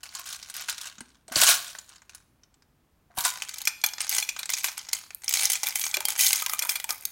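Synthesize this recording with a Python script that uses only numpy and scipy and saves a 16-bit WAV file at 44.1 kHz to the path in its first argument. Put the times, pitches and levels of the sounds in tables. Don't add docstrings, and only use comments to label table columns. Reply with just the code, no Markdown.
import sys
import numpy as np
from scipy import signal
from scipy.fft import rfft, irfft
from scipy.io import wavfile
from scipy.ndimage import uniform_filter1d

SR = 44100
rng = np.random.default_rng(int(sys.argv[2]) if len(sys.argv) > 2 else 0)


def materialize(psi):
    bounded = np.clip(np.atleast_2d(psi).T, -1, 1)
    quanta = np.round(bounded * 32767).astype(np.int16)
    wavfile.write(sys.argv[1], SR, quanta)


N = 313551
OPENS_S = 3.3
CONTACT_SIZE = 2048


def from_db(db):
    return 10 ** (np.asarray(db) / 20)


def unit(x):
    return x / np.sqrt(np.sum(x ** 2, axis=-1, keepdims=True) + 1e-20)


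def at_hz(points, hz):
    f, value = np.transpose(points)
    return np.interp(np.log(np.maximum(hz, 1)), np.log(f), value)


def bins(size):
    return np.fft.rfftfreq(size, 1 / SR)


def each(times, value):
    return np.full(len(times), value, float)


def place(times, sounds):
    out = np.zeros(N + sounds.shape[1])
    starts = np.clip(times * SR, 0, N - 1).astype(int)
    for at, sound in zip(starts, sounds):
        out[at:at + len(sound)] += sound
    return out[:N]


# (frequency [Hz], relative density [dB per Hz])
ROOM_TONE_COLOUR = [(24, -14.5), (48, 1), (120, -5.5), (250, -9), (500, -17), (1000, -18.5), (4000, -30.5),
                    (8000, -33), (16000, -32.5)]
ROOM_TONE_DB = -66.5


def hush():
    colour = from_db(at_hz(ROOM_TONE_COLOUR, bins(N)))
    noise = irfft(rfft(rng.standard_normal(N)) * colour, N)
    return from_db(ROOM_TONE_DB) * np.sqrt(N) * unit(noise)


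# (frequency [Hz], decay by 60 dB [s])
ROOM_DECAY = [(150, 0.96), (1500, 0.39), (4000, 0.58), (8000, 0.34), (15000, 0.85)]


def room(x, wet_db=-15.5, table_db=-16.5, table_t60=0.026, gap_s=0.002):
    t = np.arange(int(SR * .7)) / SR
    edges = np.geomspace(100, 17000, 9)
    tail = 0
    for low, high in zip(edges, edges[1:]):
        band_filter = signal.butter(2, [low, high], "band", fs=SR, output="sos")
        band = signal.sosfilt(band_filter, rng.standard_normal(len(t)))
        hz = np.sqrt(low * high)
        band_db = at_hz([(300, -2.5), (1200, 2.5), (5000, -2), (13000, -6.5)], hz)
        tail = tail + band * from_db(band_db - 60 * t / at_hz(ROOM_DECAY, hz))
    near = rng.standard_normal(len(t)) * from_db(-60 * t / table_t60)
    diffuse = from_db(wet_db) * unit(tail * (t > 2 * gap_s))
    reflections = from_db(table_db) * unit(near * (t > gap_s))
    return x + signal.fftconvolve(x, diffuse + reflections)[:N]


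def widen(x, side_db=-28.5, above_hz=5000, size=96):
    scatter = np.convolve(x, unit(rng.standard_normal(size)))[:N]
    treble_only = signal.butter(14, above_hz, "high", fs=SR, output="sos")
    side = from_db(side_db) * signal.sosfilt(treble_only, scatter)
    return np.array([x + side, x - side])


def swell(t, rise_s):
    return 1 - np.exp(-t / np.maximum(rise_s, 1 / SR)[:, None])


def tone_db(hz, body, treble, body_hz=1500, middle_hz=3300, bright_hz=6500, treble_hz=11500):
    body_tilt = at_hz([(body_hz, 1), (middle_hz, 0)], hz)
    treble_tilt = at_hz([(bright_hz, 0), (treble_hz, 1)], hz)
    return np.outer(body, body_tilt) + np.outer(treble, treble_tilt)


# (frequency [Hz], relative density [dB per Hz])
CLACK_COLOUR = [(250, -20), (450, -22.5), (620, -16.5), (820, -7.5), (1150, -6), (1450, -3), (1850, -3),
                (2300, -1.5), (2900, 0), (4500, 2.5), (6500, 4.5), (9000, 1.5), (12500, -4.5), (16000, -5)]
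BEAD_PITCH_DB = 10


def clack(body, treble, t60, crack=1.2, crack_s=0.00081, rise=0.014, low_hz=2200, high_hz=13000):
    t, hz = np.arange(CONTACT_SIZE) / SR, bins(CONTACT_SIZE)
    decay = from_db(-60 * t / np.maximum(t60, .002)[:, None])
    envelope = decay + crack * np.exp(-t / crack_s)
    pitch = low_hz * (high_hz / low_hz) ** rng.random((len(t60), 1))
    near_pitch = np.exp(-(np.log((hz + 1) / pitch) / .13) ** 2)
    bead_db = BEAD_PITCH_DB * near_pitch
    colour = from_db(at_hz(CLACK_COLOUR, hz) + tone_db(hz, body, treble) + bead_db)
    noise = irfft(rfft(rng.standard_normal(envelope.shape)) * colour)
    overtones = noise * envelope * swell(t, rise * t60)
    return unit(signal.sosfilt(signal.butter(3, 420, "high", fs=SR, output="sos"), overtones))


def ring(modes, body, treble, t60, spread_db, grip, rise=0.0043):
    hz, db, mode_t60 = np.transpose(modes)
    t = np.arange(CONTACT_SIZE) / SR
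    shapes = unit(np.sin(2 * np.pi * np.outer(hz, t)) * from_db(-60 * t / mode_t60[:, None]))
    luck = rng.standard_normal((len(body), 3, len(hz)))
    strength_db = db + spread_db * luck[:, 1] + .5 * tone_db(hz, body, treble)
    rings = (np.sign(luck[:, 0]) * from_db(strength_db)) @ shapes
    stretch = 1 + grip * luck[:, 2, 0]
    rings = np.array([np.interp(t * k, t, one, right=0) for k, one in zip(stretch, rings)])
    return unit(rings * swell(t, rise * t60))


# (frequency [Hz], level [dB], decay by 60 dB [s])
SHUT_CASE_MODES = [(700, -13.5, 0.12), (1102, -1, .04), (1457, 3, 0.061), (1620, 1, .03), (2298, -1, 0.075),
                   (3120, 3.5, .035), (3776, 3, 0.073), (4170, 3.5, .03), (4350, 2, .025), (5840, 5, .025),
                   (6250, -7, .02), (6840, -5, .02), (9120, 1.5, .02)]


def strike(times, energy_db, body, treble, t60, share, ring_once_open):
    share = np.clip(share, 0, 1)[:, None]
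    shut = times < OPENS_S
    shut_rings = ring(SHUT_CASE_MODES, body, treble, t60, spread_db=3.5, grip=0.011)
    rings = np.where(shut[:, None], shut_rings, ring_once_open)
    sounds = np.sqrt(1 - share) * clack(body, treble, t60) + np.sqrt(share) * rings
    return place(times, sounds * from_db(energy_db)[:, None])


def thuds(times, db, hz, t60, rise_s=0.00058, spread_octaves=.7, flank_db=-7.5, flank_damping=4.4, count=11):
    t = np.arange(SR // 6) / SR
    offset = np.linspace(-1, 1, count)
    spread = spread_octaves * offset * rng.uniform(0.7, 1, (len(times), count))
    pitches = hz[:, None] * 2 ** spread
    signs = rng.choice([-1, 1], (len(times), count, 1))
    mode_t60 = t60[:, None] / (1 + flank_damping * np.abs(offset))
    decay_db = -60 * t / mode_t60[:, :, None]
    levels = from_db(flank_db * np.sqrt(np.abs(offset))[:, None] + decay_db)
    modes = signs * levels * np.sin(2 * np.pi * pitches[:, :, None] * t)
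    sounds = .5 * modes.sum(axis=1) * from_db(db)[:, None]
    return place(times, sounds * swell(t, each(times, rise_s)))


TICK_BODY_DB, TICK_TREBLE_DB, TICK_T60_S, TICK_CRACK_S = -8, 24, .0035, .0004


def tick(times, db):
    body, treble = each(times, TICK_BODY_DB), each(times, TICK_TREBLE_DB)
    sounds = clack(body, treble, each(times, TICK_T60_S), crack=3.4, crack_s=TICK_CRACK_S)
    return place(times, sounds * from_db(db)[:, None])


# (start [s], length [s], relative level [dB], body [dB], treble [dB])
SLIDES_AND_SCRAPE = [(0.033, .03, -45, 10, -4), (0.08, .42, -49, 5, -7), (0.159, .04, -41.5, 5.5, -6.5),
                     (0.262, .085, -38.5, 4.5, -2), (0.552, .07, -38.5, 5, -9), (0.688, .015, -33, 5, -8),
                     (0.812, .06, -40.5, 7.5, -5.5), (1.03, .12, -64, 8, -13), (1.325, .025, -38, 13.5, -3),
                     (1.365, .04, -22, 7, 1), (1.412, .03, -18, 2, 4), (1.469, .04, -15.5, 3.5, 0.5),
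                     (1.618, .08, -41, 4, -4), (1.891, .06, -54, 12, -13), (2.114, .06, -58, 14, -10),
                     (3.12, .05, -61, 30.5, -6), (3.179, .03, -33, 16, 13), (3.248, .012, -22.5, 3, 3),
                     (3.363, .29, -44, 7, -6), (3.865, .02, -44, 6, 11), (4.013, .05, -37, 7, -7),
                     (4.107, .085, -27.5, 3, 4.5), (4.359, .04, -44, 12, 0), (4.504, .085, -33, -2, -0.5),
                     (4.645, .015, -29.5, 3, 5), (4.78, .01, -39, -2, -17), (4.851, .17, -48, 7, -15),
                     (5.233, .04, -46, 11, -1), (4.935, .015, -34, 4, 1), (5.30, .04, -33, -9, 4),
                     (5.351, .10, -25.5, -0.5, 1), (5.49, .05, -30, -0.5, -2), (5.635, .07, -33, 6, 3),
                     (5.757, .11, -31, 2, 10), (5.926, .11, -44, 20, 9), (6.087, .03, -32, 5.5, 4),
                     (6.152, .04, -36, 11, -5), (6.194, .085, -20, -5.5, 8.5), (6.305, .095, -30, 4, 4.5),
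                     (6.411, .19, -42, 4, -6), (6.489, .05, -35, 11, 15), (6.623, .015, -34, 22, 9),
                     (6.694, .015, -28, 10, 16), (6.894, .015, -32, 22.5, 26), (6.98, .13, -49, 14, 15)]
SLIDE_RISE_DB_PER_S, SLIDE_FALL_DB_PER_S = 801.5, 259.5
SETTLE_DB, SETTLE_DB_PER_S = -18, 80


def motion(t):
    start, length, db, body, treble = np.transpose(SLIDES_AND_SCRAPE)
    before = np.maximum(start - t[:, None], 0)
    after = np.maximum(t[:, None] - start - length, 0)
    release_db = np.maximum(-SLIDE_FALL_DB_PER_S * after, SETTLE_DB - SETTLE_DB_PER_S * after)
    slides_db = db - SLIDE_RISE_DB_PER_S * before + release_db
    strongest = slides_db.argmax(axis=1)
    return slides_db.max(axis=1), body[strongest], treble[strongest]


# (frequency [Hz], level [dB], decay by 60 dB [s])
OPEN_SHELL_MODES = [(833.7, -9, 0.04), (1560, -14.5, 0.042), (2056, -0.5, 0.036), (2311, 3.5, 0.034),
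                    (3138, -3.5, 0.083), (5235, -8, 0.018), (6504, 12, 0.026)]
SHUT_CROWDING = 1.8


def heap_and_latch(gain_db=-0.5, clack_t60=0.027, share=0.15, uneven_db=6.5, count=1700):
    t = np.arange(N) / SR
    level_db = np.interp(t, t[::40], motion(t[::40])[0])
    busy = from_db(.42 * level_db) * np.where(t < OPENS_S, SHUT_CROWDING, 1)
    per_sample = count * busy / busy.sum()
    times = np.interp(np.arange(count) + rng.random(count), np.cumsum(per_sample), t)
    size_db = uneven_db * np.clip(rng.standard_normal(count), -2, 1.4)
    size_db = size_db - 10 * np.log10(uniform_filter1d(from_db(size_db) ** 2, size=9))
    energy_db = gain_db + size_db + np.interp(times, t, level_db - 10 * np.log10(per_sample))
    _, body, treble = motion(times)
    t60 = each(times, clack_t60)
    plastic = ring(OPEN_SHELL_MODES, body, treble, t60, spread_db=8.5, grip=0.016)
    return strike(times, energy_db, body, treble, t60, each(times, share), plastic)


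# (time [s], level [dB], pitch [Hz])
KNOCKS_AND_CREAK = [(0.151, -37.5, 1073), (0.194, -38.5, 1098), (0.984, -44, 200), (1.011, -35.5, 240),
                    (1.284, -39, 660), (1.313, -33.5, 243), (1.318, -33.5, 723), (1.358, -27, 297),
                    (1.362, -25.5, 626), (1.366, -30.5, 129), (1.39, -29.5, 189), (1.422, -24, 680),
                    (1.490, -28, 686), (3.102, -50, 690), (3.173, -32.5, 760), (3.178, -25, 962),
                    (3.181, -27, 100), (3.210, -34, 1110), (3.254, -20, 1013), (5.971, -32, 384),
                    (5.972, -33.5, 602)]
KNOCK_T60_S, KNOCK_T60_SLOPE = 0.14, .5


def knocks_and_creak(gain_db=0.0):
    times, db, hz = np.transpose(KNOCKS_AND_CREAK)
    t60 = KNOCK_T60_S * (hz / 1000) ** KNOCK_T60_SLOPE
    return thuds(times, db + gain_db, hz, t60)


# (frequency [Hz], level [dB], decay by 60 dB [s])
BOWL_MODES = [(838, -11.5, 0.02), (1676, -10, 0.018), (2363, 7.5, 0.015), (2435, 7.5, 0.02),
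              (3415, 1.5, 0.047), (4214, -0.5, 0.039), (5170, -46, 0.052), (5910, -1, 0.029),
              (7270, 2, 0.031), (8640, -0.5, 0.064), (9550, -6, 0.036), (11630, 4, 0.02), (13400, 2, .025)]
# (time [s], relative level [dB], treble [dB], thud pitch [Hz])
SLIME_LANDINGS = [(5.9693, -25, -26, 840), (6.0053, -29.5, 1, 860), (6.422, -24.5, 10, 1240),
                  (6.4623, -24, -2, 1006), (6.4961, -26.5, 5.5, 1290), (6.5344, -23, 10.5, 1214),
                  (6.65, -31.5, 14, 994), (6.842, -28, 2, 880), (6.9061, -23, 2.5, 1210)]
LANDING_BODY_DB, LANDING_T60_S = 8.5, 0.025
LANDING_TICK_DB = -3.5
THUD_DB, THUD_T60_S = -1.5, 0.06


def landings(gain_db=25.0, share=0.13):
    times, db, treble, hz = np.transpose(SLIME_LANDINGS)
    body, t60 = each(times, LANDING_BODY_DB), each(times, LANDING_T60_S)
    glass = ring(BOWL_MODES, body, treble, t60, spread_db=6.0, grip=0)
    clicks = strike(times, db + gain_db, body, treble, t60, each(times, share), glass)
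    neighbours = tick(times, db + gain_db + LANDING_TICK_DB)
    slime = thuds(times, db + THUD_DB, hz, each(times, THUD_T60_S), spread_octaves=0.42)
    return clicks + neighbours + slime


# (time [s], relative level [dB])
BEAD_TICKS = [(5.1476, -25.5), (5.678, -26), (5.6869, -19.5), (5.7969, -25), (5.8062, -23), (6.451, -36),
              (6.510, -36), (6.5461, -32), (6.5917, -17), (6.671, -26), (7.0102, -37)]


def ticks(gain_db=19.0):
    times, db = np.transpose(BEAD_TICKS)
    return tick(times, db + gain_db)


# (time [s], relative level [dB], body [dB], treble [dB], share of energy in the bowl's modes [0-1])
GLASS_HITS = [(3.6727, -17.5, 8.5, -1.5, 0.62), (3.8384, -17, 8.5, -7, 0.79), (4.2258, -26, 1, -14, 1),
              (4.2896, -25, -1, -14, 0.56), (4.3904, -29.5, 6, 2, .45), (4.6423, -21, 6.5, -1, 0.25),
              (4.6838, -29.5, 14, -23, .5), (5.5541, -26, 6.5, -8, .45), (5.9408, -21, 1, -9, 0.74),
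              (6.622, -24.5, -23, 1, 0.9), (6.692, -20.5, 3.5, 6.5, 0.35), (6.7553, -25.5, 12, 3, .7),
              (6.891, -29.5, 14, 4, 0.35)]
BOWL_CLACK_T60_S = 0.064


def bowl_hits(gain_db=26.5):
    times, db, body, treble, share = np.transpose(GLASS_HITS)
    t60 = each(times, BOWL_CLACK_T60_S)
    glass = ring(BOWL_MODES, body, treble, t60, spread_db=2.0, grip=0, rise=0.023)
    return strike(times, db + gain_db, body, treble, t60, share, glass)


# (time [s], relative level [dB], body [dB], treble [dB])
PLASTIC_TAPS = [(0.032, -38, 6, 3), (0.1502, -31.5, -5, -2), (0.1946, -38, -3, 4), (0.3268, -34, -16, 6),
                (0.428, -37, 4, -5), (0.4987, -35.5, 3, 0), (0.5404, -36.5, -2, -3), (0.5653, -32, -11, 12),
                (0.6085, -36, 12, 2), (0.6864, -28.5, 7.5, -8), (0.6964, -25.5, -20, 5),
                (0.7802, -34, 3, -11), (0.8126, -34, -30, 1), (0.855, -39, 6, -4.5),
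                (0.8712, -37.5, -5, -9), (0.982, -44, 12, -23), (1.006, -37.5, 14, -5),
                (1.2803, -44, 4, -4), (1.3226, -34, 12, -1), (1.358, -18.5, -37, -15),
                (1.4153, -14.5, -1, 1), (1.434, -14.5, 10, 4), (1.4725, -28, 7, 11), (1.489, -15.5, 5, 15),
                (1.545, -26, 0, 8), (1.750, -38, 21, -10), (1.7859, -35.5, 4, -4), (1.891, -46, -24, -3),
                (1.958, -50, 3, -7), (2.019, -51, 19, -5), (2.0942, -44.5, 3, -8), (2.148, -40, -4.5, 3),
                (2.434, -53, 1, -19.5), (2.5414, -60.5, -1.5, -16), (2.6216, -59, 10, -10.5),
                (3.177, -33, 6.5, 3), (3.185, -23.5, -5, 8), (3.206, -26, -4, -1), (3.2505, -19, 6.5, -3),
                (3.3565, -38, 13, -13), (3.421, -26, 5, -4), (3.492, -32.5, -11, 4), (3.5411, -34, -4, 6),
                (3.5837, -33, -12, -3), (3.6164, -32, -7, 11), (3.653, -27.5, -34, 9),
                (3.815, -41, -25, -12), (3.8623, -22, -21, 6.5), (3.8873, -34, -21, -6),
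                (3.935, -33, 4.5, -3), (3.9821, -34, 12, -24), (4.0051, -24, 6.5, -7),
                (4.0147, -27.5, -11, 2), (4.0932, -22, -16, 5), (4.122, -39, -14, 10),
                (4.1484, -24, -21, 5), (4.1831, -19, -0.5, -5.5), (4.364, -34.5, 8.5, -21),
                (4.431, -30, 9, -10), (4.4565, -31.5, 4, -5), (4.4921, -28, 6.5, -14),
                (4.5012, -24.5, 6, 13.5), (4.536, -21.5, -7, -10), (4.583, -35, -4, -15),
                (4.778, -29.5, 11, 9), (4.8876, -34, -2.5, -5), (4.9314, -19, -3, 5),
                (5.1058, -40, 11, -11), (5.243, -33.5, -10, 6), (5.2796, -22.5, -3, -6),
                (5.292, -21.5, -6, 10), (5.3096, -28, 1, -10), (5.3245, -27, 4, 7),
                (5.3385, -18, -2.5, 2.5), (5.41, -37, 15, -6), (5.432, -21.5, 0, 4), (5.4541, -17, -5, 7),
                (5.5, -19, -1, 6), (5.5186, -22, -6, 3), (5.532, -19.5, -25, 10), (5.6325, -22.5, 9, 4),
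                (5.669, -21.5, -7, 13), (5.7567, -21, 1.5, 9.5), (5.814, -27.5, -7, -5),
                (5.8237, -44, -12, -7), (5.839, -25, 2, -14), (5.8654, -27, 4, -13), (5.9123, -34, -10, -9),
                (6.0527, -18.5, -2, 11.5), (6.0845, -21.5, 9, 8), (6.104, -26, -10, 10),
                (6.192, -21, -2, 8), (6.208, -17.5, -20, 4), (6.2298, -28, 8, 22), (6.2654, -17.5, -28, 3),
                (6.2707, -26, 0, 1), (6.3059, -25.5, 3.5, 2), (6.33, -15.5, -26, 4), (6.358, -23, -18, 9),
                (6.592, -21, -3, 7), (6.7997, -30.5, 5.5, 5), (7.053, -22, 1, 16.5)]
SHUT_TAP_T60_S, OPEN_TAP_T60_S = 0.045, 0.032
TAP_RING_SHARE = .12
SMALL_BEAD_DAMPING = 0.14


def taps(gain_db=25.0):
    times, db, body, treble = np.transpose(PLASTIC_TAPS)
    case_t60 = np.where(times < OPENS_S, SHUT_TAP_T60_S, OPEN_TAP_T60_S)
    t60 = case_t60 * from_db(-SMALL_BEAD_DAMPING * np.maximum(treble, 0))
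    plastic = ring(OPEN_SHELL_MODES, body, treble, t60, spread_db=7.5, grip=0.027)
    return strike(times, db + gain_db, body, treble, t60, each(times, TAP_RING_SHARE), plastic)


def scene():
    contacts = heap_and_latch() + knocks_and_creak() + landings() + ticks() + bowl_hits() + taps()
    return widen(room(contacts) + hush())


CEILING, CUTOFF_HZ = .78, 16000


def record(dry):
    rounded = dry / (1 + (dry / CEILING) ** 6) ** (1 / 6)
    return signal.sosfilt(signal.ellip(10, .2, 80, CUTOFF_HZ, fs=SR, output="sos"), rounded)


dry = scene()
out = record(dry)
materialize(out)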